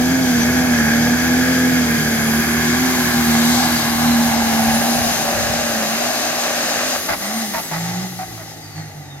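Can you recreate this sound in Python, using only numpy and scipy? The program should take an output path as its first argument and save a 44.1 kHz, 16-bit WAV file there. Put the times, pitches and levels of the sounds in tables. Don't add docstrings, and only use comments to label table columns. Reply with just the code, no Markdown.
import sys
import numpy as np
from scipy import signal
from scipy.fft import rfft, irfft, next_fast_len
from scipy.io import wavfile
from scipy.ndimage import map_coordinates

SR = 44100
rng = np.random.default_rng(int(sys.argv[2]) if len(sys.argv) > 2 else 0)


def bounce(signal):
    frames = np.transpose(np.atleast_2d(signal))
    limited = np.clip(frames, -1, 1)
    pcm = np.round(limited * 32767).astype(np.int16)
    wavfile.write(sys.argv[1], SR, pcm)


N = 405710

# start_s, firing_hz
PULL_SPEED = [(0, 245), (0.17, 263), (0.4, 235), (0.6, 254), (0.85, 227), (1.1, 242), (1.5, 255),
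              (1.77, 250), (1.9, 235), (2.25, 225), (2.52, 236), (2.66, 236), (2.85, 255), (3.02, 243),
              (3.37, 232), (3.62, 245), (3.82, 231), (4.08, 238), (4.3, 232), (4.62, 225), (4.95, 237),
              (5.35, 229), (5.62, 238), (5.85, 216), (6.1, 247), (6.35, 241), (6.75, 236), (6.9, 254),
              (7.1, 246)]
# start_s, bark_db, rasp_db, hiss_db, rush_db
PULL_LEVELS = [(0.0, -30, -27.5, -31, -35), (0.6, -29, -24.5, -30, -34), (2.5, -32, -24.5, -30, -31.5),
               (3.6, -26.5, -24, -26, -29), (3.95, -28.5, -26.5, -29, -31), (4.6, -24.5, -26, -29, -31),
               (4.95, -24.5, -27.2, -27, -31), (5.4, -26.5, -29, -29.5, -33.5),
               (6.9, -29, -28.0, -28, -33.5)]
# start_s, level_db
DRONE_LEVEL = [(0.0, -17), (1.35, -18.5), (1.65, -14.5), (2.05, -22), (2.87, -18.5), (3.0, -21.5),
               (3.5, -14.5), (3.82, -24.5), (4.15, -15), (4.35, -19.5), (4.8, -19.5), (5.12, -25),
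               (5.22, -31), (5.65, -26.5), (6.5, -36), (6.9, -33.5)]
# start_s, lope_db, roar_db, buffeting_db
BASS_LEVELS = [(0, -27, -27, -48), (1.9, -25.5, -32.5, -61), (3.8, -29, -34, -45),
               (4.7, -32.5, -32.5, -36.5), (5.5, -54, -32, -38), (6.1, -56, -35, -55)]
CYLINDER_SIZES = [0.89, 0.32, 0.9, 0.61, 0.074, 0.18]
# multiple (of the four-stroke cycle), level_db (relative)
LOPE_ORDERS = [(2, -4), (3, -5), (4, 1), (5, -9), (7, -8.5), (8, -6.5), (9, -9.5)]
OVERTONE_ORDERS = [(12, 1), (15, -5), (16, -3)]
COASTING_ORDERS = [(4, 3), (12, -7)]
GROWL_ORDERS = [(15, 0), (16, 0), (18, 0.5), (20, 0), (22, -4)]

# (dB per Hz, relative)
BARK_FAR = [(300, -28), (400, -6.5), (499, -5.5), (550, -11.5), (655, -0.5), (830, -0.5), (1000, -13.5),
            (1500, -63)]
BARK_NEAR = [(240, -60), (400, -15), (503, -13.5), (620, -4), (780, 3.5), (880, 0.5), (981, -15),
             (1150, -43), (1500, -60)]
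BARK_SIDE = [(250, -46), (400, -12), (490, -11), (570, -2), (628, 0), (800, -0.5), (950, -13), (1150, -11),
             (1700, -60)]
RASP_FAR = [(800, -41), (1020, -9), (1150, -8.5), (1330, -6.5), (1660, 6), (1930, -8), (2180, -2.5),
            (2640, -12.5), (3100, -39), (4500, -60)]
RASP_NEAR = [(800, -25), (1000, -0.5), (1100, 1), (1270, -4.5), (1690, 3), (1880, -9), (2050, 0),
             (2550, -11.5), (3100, -9.5), (4500, -49)]
RASP_SIDE = [(590, -27), (1000, -3.5), (1090, -3), (1590, 5.5), (2320, -2), (2680, -0.5), (3100, -11.5),
             (4030, -52)]
RASP_IDLE = [(800, -46), (1100, -0.5), (1700, 0), (2000, 5), (2300, -5.5), (2800, -9), (4000, -47)]
HISS_FAR = [(1650, -11), (2800, -3), (3270, 5), (3630, -1), (4370, 0), (4960, 5.5), (5580, -2), (6060, 3.5),
            (6810, 3.5), (7440, -5.5), (8120, -2), (9000, -14.5), (11700, -42)]
HISS_NEAR = [(1650, -25), (2800, -8), (3390, -2.5), (3980, 2), (4330, -0.5), (4750, -1), (5600, -2.5),
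             (6460, 0), (7400, -6), (8000, -3.5), (9000, -9), (11700, -47)]
HISS_SIDE = [(1650, -19), (2800, -2.5), (3520, -2), (3940, 1.5), (4680, -1), (5210, 4), (5580, -7),
             (6060, 4), (6880, 0.5), (7440, -7.5), (8450, -3.5), (9000, -7.5), (11700, -69)]
ROAR_FAR = [(30, -18), (70, -11.5), (170, -1.5), (300, -3), (420, -7), (520, -18), (800, -56)]
ROAR_SIDE = [(30, -38), (70, -14), (140, -9.5), (300, -0.5), (410, -8), (520, -12), (800, -44)]
# (dB per Hz, relative)
BUFFET_COLOUR = [(20, -35), (40, -9), (65, 0), (130, -1), (300, -54)]
RUSH_COLOUR = [(8500, -43), (10000, -6), (10800, 1.5), (13300, -1), (15700, -12.5)]
CHUFF_COLOUR = [(250, -6.5), (480, -13), (650, 9.5), (900, 0), (1350, 2.5), (1650, -2), (2000, 0),
                (2450, -8), (3100, -18), (5000, -12), (10000, -31)]

# start_s, pitch_hz
BLADE_PITCH = [(0, 11060), (4.9, 10750), (6.95, 10900), (7.14, 9050), (7.27, 8600), (7.42, 8850),
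               (7.61, 8450), (7.66, 7900), (7.81, 7400), (8.46, 5450), (8.65, 4750), (9.2, 3540)]
# centre_s, half_width_s, level_db
BLADE_FLARES = [(2.3, .35, -39), (4.9, .3, -36), (7.37, 0.15, -42), (7.65, .03, -39), (7.805, 0.018, -41),
                (8.5, .04, -48), (8.65, .04, -47), (8.79, .08, -49), (9.14, .1, -54)]
# start_s, length_s, level_db (halfway), honk_start_hz, honk_db (relative to level_db)
SURGES = [(7.084, 0.056, -20.5, 870, -9), (7.536, 0.06, -25, 965, -4), (7.711, 0.055, -27.5, 890, -3),
          (8.188, 0.046, -34.5, 790, 7), (8.375, 0.06, -39, 680, -5)]
# centre_s, half_width_s, pitch_hz, level_db
WHINES = [(0.5, 0.9, 5920, -39), (3.7, 0.25, 4750, -35.5), (4.15, 0.2, 4070, -38), (4.75, 0.49, 5233, -42)]
# start_s, length_s, start_firing_hz, top_firing_hz, climb_s, note_db, note_swell_s
BLIPS = [(7.191, 0.23, 185, 226, 0.17, -23.5, 0.29), (7.71, .325, 161, 189, 0.38, -27, 0.015),
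         (8.743, 0.06, 153, 157, 0.046, -32.5, 0.029)]
# start_s, centre_hz
GROUND_BAND = [(1.5, 450), (2.3, 385), (3.3, 355), (4.0, 285)]
# start_s, added_gain (ratio at the crest)
KICK_DEPTH = [(2.5, 0.35), (4.6, 0.8)]

# frequency_hz, side_minus_mid_db
STEREO_WIDTH = [(60, -9), (100, -35), (180, -9.5), (310, -7), (550, -1.5), (950, -4), (1650, -4), (2860, 3),
                (4970, 1.5), (8640, 1), (15000, 27)]
# frequency_hz, left_minus_right_db
STEREO_LEAN = [(80, 0), (160, -2), (500, 0), (1300, 1.5), (2000, -4), (3300, 1.5), (5500, 7), (9000, 4),
               (10800, -3)]
# frequency_hz, t60_s
STAND_DECAY = [(150, 1), (1500, 0.64), (10000, 0.41)]

MONO_HZ = 10250
TOP_HZ = 15850
BARK_SAG_DB, RASP_SAG_DB, HISS_SAG_DB = 8.5, 13.5, 12
RUSH_SAG_DB, ROAR_SAG_DB, LOPE_SAG_DB = 16.5, 10.5, 5.5
RUSH_HOLD = 0.25
NO_BOOST = 1.03
WHISTLE_DB = -64
LIFT_S, OPEN_S, CLOSE_S = 6.95, 0.036, 0.054
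IDLE_HZ, COAST_CURVE = 139.6, 1.6
LOPE_FROM_S, COAST_LOPE_DB = 7.72, -30
COAST_NOTE_DB, IDLE_SWELL_DB, IDLE_FROM_S = -43, 6, 8.8
GROUND_DB, GROUND_OCTAVES = -34, 0.13
HONK_SAG_OCTAVES_PER_S = 2.0


def amp(db):
    return 10 ** (np.asarray(db) / 20)


def unit(x):
    return x / np.sqrt(np.mean(x ** 2) + 1e-20)


def seconds():
    return np.arange(N) / SR


def along(points, hz):
    f, v = np.transpose(points)
    return np.interp(np.log(hz + 1), np.log(f + 1), v)


def curves(rows):
    s, *columns = np.transpose(rows)
    return [np.interp(seconds(), s, column) for column in columns]


def wobble(rate):
    knots = rng.standard_normal(int(N * rate / SR) + 4)
    coarse = np.arange(0, N + 64, 64)
    return np.interp(np.arange(N), coarse, map_coordinates(knots, [coarse * rate / SR]))


def ramp(start, length):
    return np.clip((seconds() - start) / length, 0, 1)


def swell(s, width):
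    return np.exp(-((seconds() - s) / width) ** 2)


def sweep(pitch_hz):
    return np.sin(2 * np.pi * np.cumsum(pitch_hz) / SR)


def filtered(x, response):
    m = next_fast_len(N + 8192, True)
    return irfft(rfft(x, m) * response(np.fft.rfftfreq(m, 1 / SR)), m)[..., :N]


def coloured(x, spectrum):
    return unit(filtered(x, lambda hz: amp(along(spectrum, hz))))


def noise():
    return rng.standard_normal((2, N))


def direct_only(x):
    return x * [[1], [0]]


def passing(x, spectra, times):
    shares = [np.interp(seconds(), times, row) for row in np.eye(len(times))]
    return sum(share * coloured(x, spectrum) for share, spectrum in zip(shares, spectra))


def buffeting():
    lumps = amp(curves(BASS_LEVELS)[2] + 3.4 * wobble(14))
    shared, own = coloured(noise(), BUFFET_COLOUR)
    return lumps * (shared + 0.92 * own * np.array([[1], [-1]]))


def grandstand(x, delay_s=.09):
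    hz, t, z = signal.stft(rng.standard_normal((2, SR)), SR, nperseg=256)
    decay = amp(-60 * t / along(STAND_DECAY, hz)[:, None])
    tail = signal.istft(z * decay, SR, nperseg=256)[1]
    late = np.pad(x, (int(delay_s * SR), 0))[None]
    return signal.fftconvolve(late, tail / np.linalg.norm(tail[0]), axes=1)[:, :N]


def pulling():
    return 1 - ramp(LIFT_S, CLOSE_S)


def blip(s, length, rise):
    return ramp(s, rise) * (1 - ramp(s + length, CLOSE_S))


def throttled(closed_db):
    opening = pulling() + sum(blip(s, length, OPEN_S) for s, length, *_ in BLIPS)
    return amp(closed_db * (1 - opening))


def firing_rate():
    rate, = curves(PULL_SPEED)
    since, last_hz = PULL_SPEED[-1]

    def coast(start, end):
        return 1 - (1 - ramp(start, end - start)) ** COAST_CURVE

    for s, length, low_hz, top_hz, climb, *_ in BLIPS:
        rate = rate + (low_hz - last_hz) * coast(since, s)
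        rate = rate + (top_hz - low_hz) * ramp(s, climb)
        since, last_hz = s + length, top_hz
    return rate + (IDLE_HZ - last_hz) * coast(since, N / SR)


def run_down():
    blade_hz, = curves(BLADE_PITCH)
    return (1 - pulling()) * np.log2(blade_hz[int(LIFT_S * SR)] / blade_hz)


def tone(cycle, multiple, flutter_db, drift, rate):
    phase = 2 * np.pi * (multiple * cycle + rng.random()) + drift * wobble(rate)
    return unit(amp(flutter_db * wobble(rate)) * np.sin(phase))


def orders(cycle, table, flutter_db, drift, rate):
    return sum(amp(db) * tone(cycle, round(k), flutter_db, drift, rate) for k, db in table)


def firings(cycle, scatter_db, jitter_s, even_share=0.76):
    at = np.flatnonzero(np.diff(np.floor(len(CYLINDER_SIZES) * cycle)))
    chance = rng.standard_normal((len(at), 2))
    size = np.resize(CYLINDER_SIZES, len(at)) * amp(scatter_db * chance[:, 0])
    size = size - even_share * np.mean(CYLINDER_SIZES)
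    at = np.clip(at + jitter_s * SR * chance[:, 1], 0, N - 1).astype(int)
    return np.bincount(at, size, N)


def ringing(x, t60_s):
    t = np.arange(SR // 20) / SR
    tails = rng.standard_normal((2, len(t))) * amp(-60 * t / t60_s)
    a, b = signal.fftconvolve(x[None], tails, axes=1)[:, :N]
    shift = 2 * wobble(2)
    return unit(np.cos(shift) * a + np.sin(shift) * b)


def puffs(cycle, shaft_depth, firing_depth):
    turn = 2 * np.pi * cycle
    surge = shaft_depth * np.cos(2 * turn) + firing_depth * np.cos(len(CYLINDER_SIZES) * turn)
    return unit(noise() * np.exp(surge))


def whines(smear=0.014, drift=.005):
    out = np.zeros((2, N))
    for s, width, hz, db in WHINES:
        pitch_hz = hz * (1 + smear * wobble(400) + drift * wobble(4.6))
        breathy = unit(amp(4.8 * wobble(60)) * sweep(pitch_hz))
        out[0] += amp(db) * swell(s, width) * breathy
    return out


def turbo(smear=.012, waver=.004):
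    blade_hz, = curves(BLADE_PITCH)
    strength = amp(WHISTLE_DB) + sum(amp(db) * swell(s, width) for s, width, db in BLADE_FLARES)
    paths = [sweep(blade_hz * (1 + smear * wobble(350) + waver * wobble(25))) for _ in range(2)]
    whistle = strength * unit(amp(3.5 * wobble(45)) * np.array(paths))
    sag_db = RUSH_SAG_DB * np.maximum(run_down() - RUSH_HOLD, 0)
    rush_db = curves(PULL_LEVELS)[3] - sag_db + 0.79 * wobble(13)
    return whistle + amp(rush_db) * coloured(noise(), RUSH_COLOUR)


def surges(cycle, attack_s=0.003, release_s=0.013, fade_db_per_s=40):
    out = np.zeros((2, N))
    crackle = amp(1.5 * wobble(300))
    air = coloured(crackle * puffs(cycle, shaft_depth=0.1, firing_depth=0.15), CHUFF_COLOUR)
    for s, length, db, honk_hz, honk_db in SURGES:
        age = np.maximum(seconds() - s, 0)
        gate = np.clip(age / attack_s, 0, 1) * np.exp(-np.maximum(age - length, 0) / release_s)
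        chuff = amp(fade_db_per_s * (length / 2 - age)) * air
        pitch_hz = honk_hz * 2 ** (-HONK_SAG_OCTAVES_PER_S * age) * (1 + .035 * wobble(250))
        honk = direct_only(unit(crackle * sweep(pitch_hz)))
        out += amp(db) * gate * (chuff + amp(honk_db) * honk)
    return out


def kicks(cycle, sharpness=6):
    return 1 + curves(KICK_DEPTH)[0] * np.exp(-sharpness * np.cos(2 * np.pi * cycle) ** 2)


def low_roar(slowed):
    level_db = curves(BASS_LEVELS)[1] - ROAR_SAG_DB * slowed
    return amp(level_db) * passing(noise(), [ROAR_FAR, ROAR_SIDE], [5.6, 6.2])


def stack_bark(cycle, blows, slowed):
    colours = [BARK_FAR, BARK_NEAR, BARK_NEAR, BARK_SIDE, BARK_SIDE, BARK_NEAR]

    def stack(x):
        return passing(kicks(cycle) * x, colours, [2.3, 3.5, 4.7, 5.4, 7.0, 7.9])

    rough = stack(amp(-2.5) * blows + noise())
    growl = direct_only(stack(orders(cycle, GROWL_ORDERS, flutter_db=2.2, drift=0.4, rate=24)))
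    clean = np.interp(seconds(), [1.8, 3.5, 4.7], [.25, .12, .28])
    bark = np.sqrt(1 - clean) * rough + np.sqrt(clean) * growl
    level_db = curves(PULL_LEVELS)[0] - BARK_SAG_DB * slowed + 0.78 * wobble(13)
    return bark * amp(level_db) * throttled(closed_db=-6.5)


def stack_rasp(cycle, blows, slowed):
    tearing = amp(-8.0) * blows + puffs(cycle, shaft_depth=0.088, firing_depth=0.086)
    colours = [RASP_FAR, RASP_NEAR, RASP_SIDE, RASP_SIDE, RASP_IDLE]
    rasp = passing(tearing, colours, [2.1, 3.9, 5.5, 6.9, 7.3])
    level_db = curves(PULL_LEVELS)[1] - RASP_SAG_DB * slowed + 0.73 * wobble(14)
    return rasp * amp(level_db) * throttled(closed_db=-5.5)


def jet_hiss():
    hiss = passing(noise(), [HISS_FAR, HISS_NEAR, HISS_SIDE], [2.5, 3.6, 5])
    level_db = curves(PULL_LEVELS)[2] - HISS_SAG_DB * run_down() + 0.76 * wobble(14)
    return hiss * amp(level_db) * throttled(closed_db=-3.0)


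def exhaust(cycle):
    slowed = np.minimum(run_down(), NO_BOOST)
    blows = direct_only(ringing(firings(cycle, scatter_db=2.0, jitter_s=.00006), t60_s=0.034))
    bark = stack_bark(cycle, blows, slowed)
    rasp = stack_rasp(cycle, blows, slowed)
    return low_roar(slowed) + bark + rasp + jet_hiss()


def grounded(cycle):
    centre_hz, = curves(GROUND_BAND)
    cycle_hz = np.gradient(cycle) * SR
    tones = 0
    for k in range(7, 12):
        octaves_off = np.log2(k * cycle_hz / centre_hz)
        lift = np.exp(-(octaves_off / GROUND_OCTAVES) ** 2)
        tones = tones + lift * tone(cycle, k, flutter_db=1.5, drift=0.2, rate=18)
    return amp(GROUND_DB) * swell(2.9, 1.5) * tones


def note_strength(linger_s=0.049):
    blips = 0
    for s, length, *_, db, rise in BLIPS:
        dying = np.exp(-np.maximum(seconds() - s - length, 0) / linger_s)
        blips = blips + amp(db) * ramp(s, rise) * dying
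    loaded = pulling() * amp(curves(DRONE_LEVEL)[0])
    coasting = (1 - pulling()) * amp(COAST_NOTE_DB + IDLE_SWELL_DB * ramp(IDLE_FROM_S, 0.17))
    return loaded + coasting + blips


def drone(cycle, overtone_db=-16.5):
    note = tone(cycle, len(CYLINDER_SIZES), flutter_db=1.1, drift=0.16, rate=30)
    ahead = amp(overtone_db + np.interp(seconds(), [2.3, 3.4], [0, -14]))
    note = note + ahead * unit(orders(cycle, OVERTONE_ORDERS, flutter_db=2, drift=0.2, rate=18))
    lope = unit(orders(cycle, LOPE_ORDERS, flutter_db=2.5, drift=0.38, rate=26))
    loaded = amp(curves(BASS_LEVELS)[0]) * lope
    idling = unit(orders(cycle, COASTING_ORDERS, flutter_db=2.0, drift=0.73, rate=26))
    idling = idling * amp(COAST_LOPE_DB - LOPE_SAG_DB * run_down())
    idling = idling * ramp(LOPE_FROM_S, 0.17) * throttled(closed_db=-5.0)
    return note_strength() * note + loaded + grounded(cycle) + idling


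def ports(pair, lead=0.41, scattered=0.91):
    direct, diffuse = pair

    def width(hz):
        return amp(along(STEREO_WIDTH, hz)) * (hz < MONO_HZ)

    def direct_side(hz):
        lean = np.tanh(np.log(amp(along(STEREO_LEAN, hz)))) * (hz < MONO_HZ)
        return 1j * lead * width(hz) + lean * (1 + width(hz) ** 2) / 2

    side = filtered(direct, direct_side) + scattered * filtered(diffuse, width)
    return np.array([direct + side, direct - side])


def scene():
    cycle = np.cumsum(firing_rate()) / SR / len(CYLINDER_SIZES)
    tractor = whines() + turbo() + surges(cycle) + exhaust(cycle) + direct_only(drone(cycle))
    echo = amp(-16.5) * grandstand(tractor[0])
    return buffeting() + ports(tractor + echo)


def record(dry):
    return filtered(dry, lambda hz: hz < TOP_HZ)


dry = scene()
out = record(dry)
bounce(out)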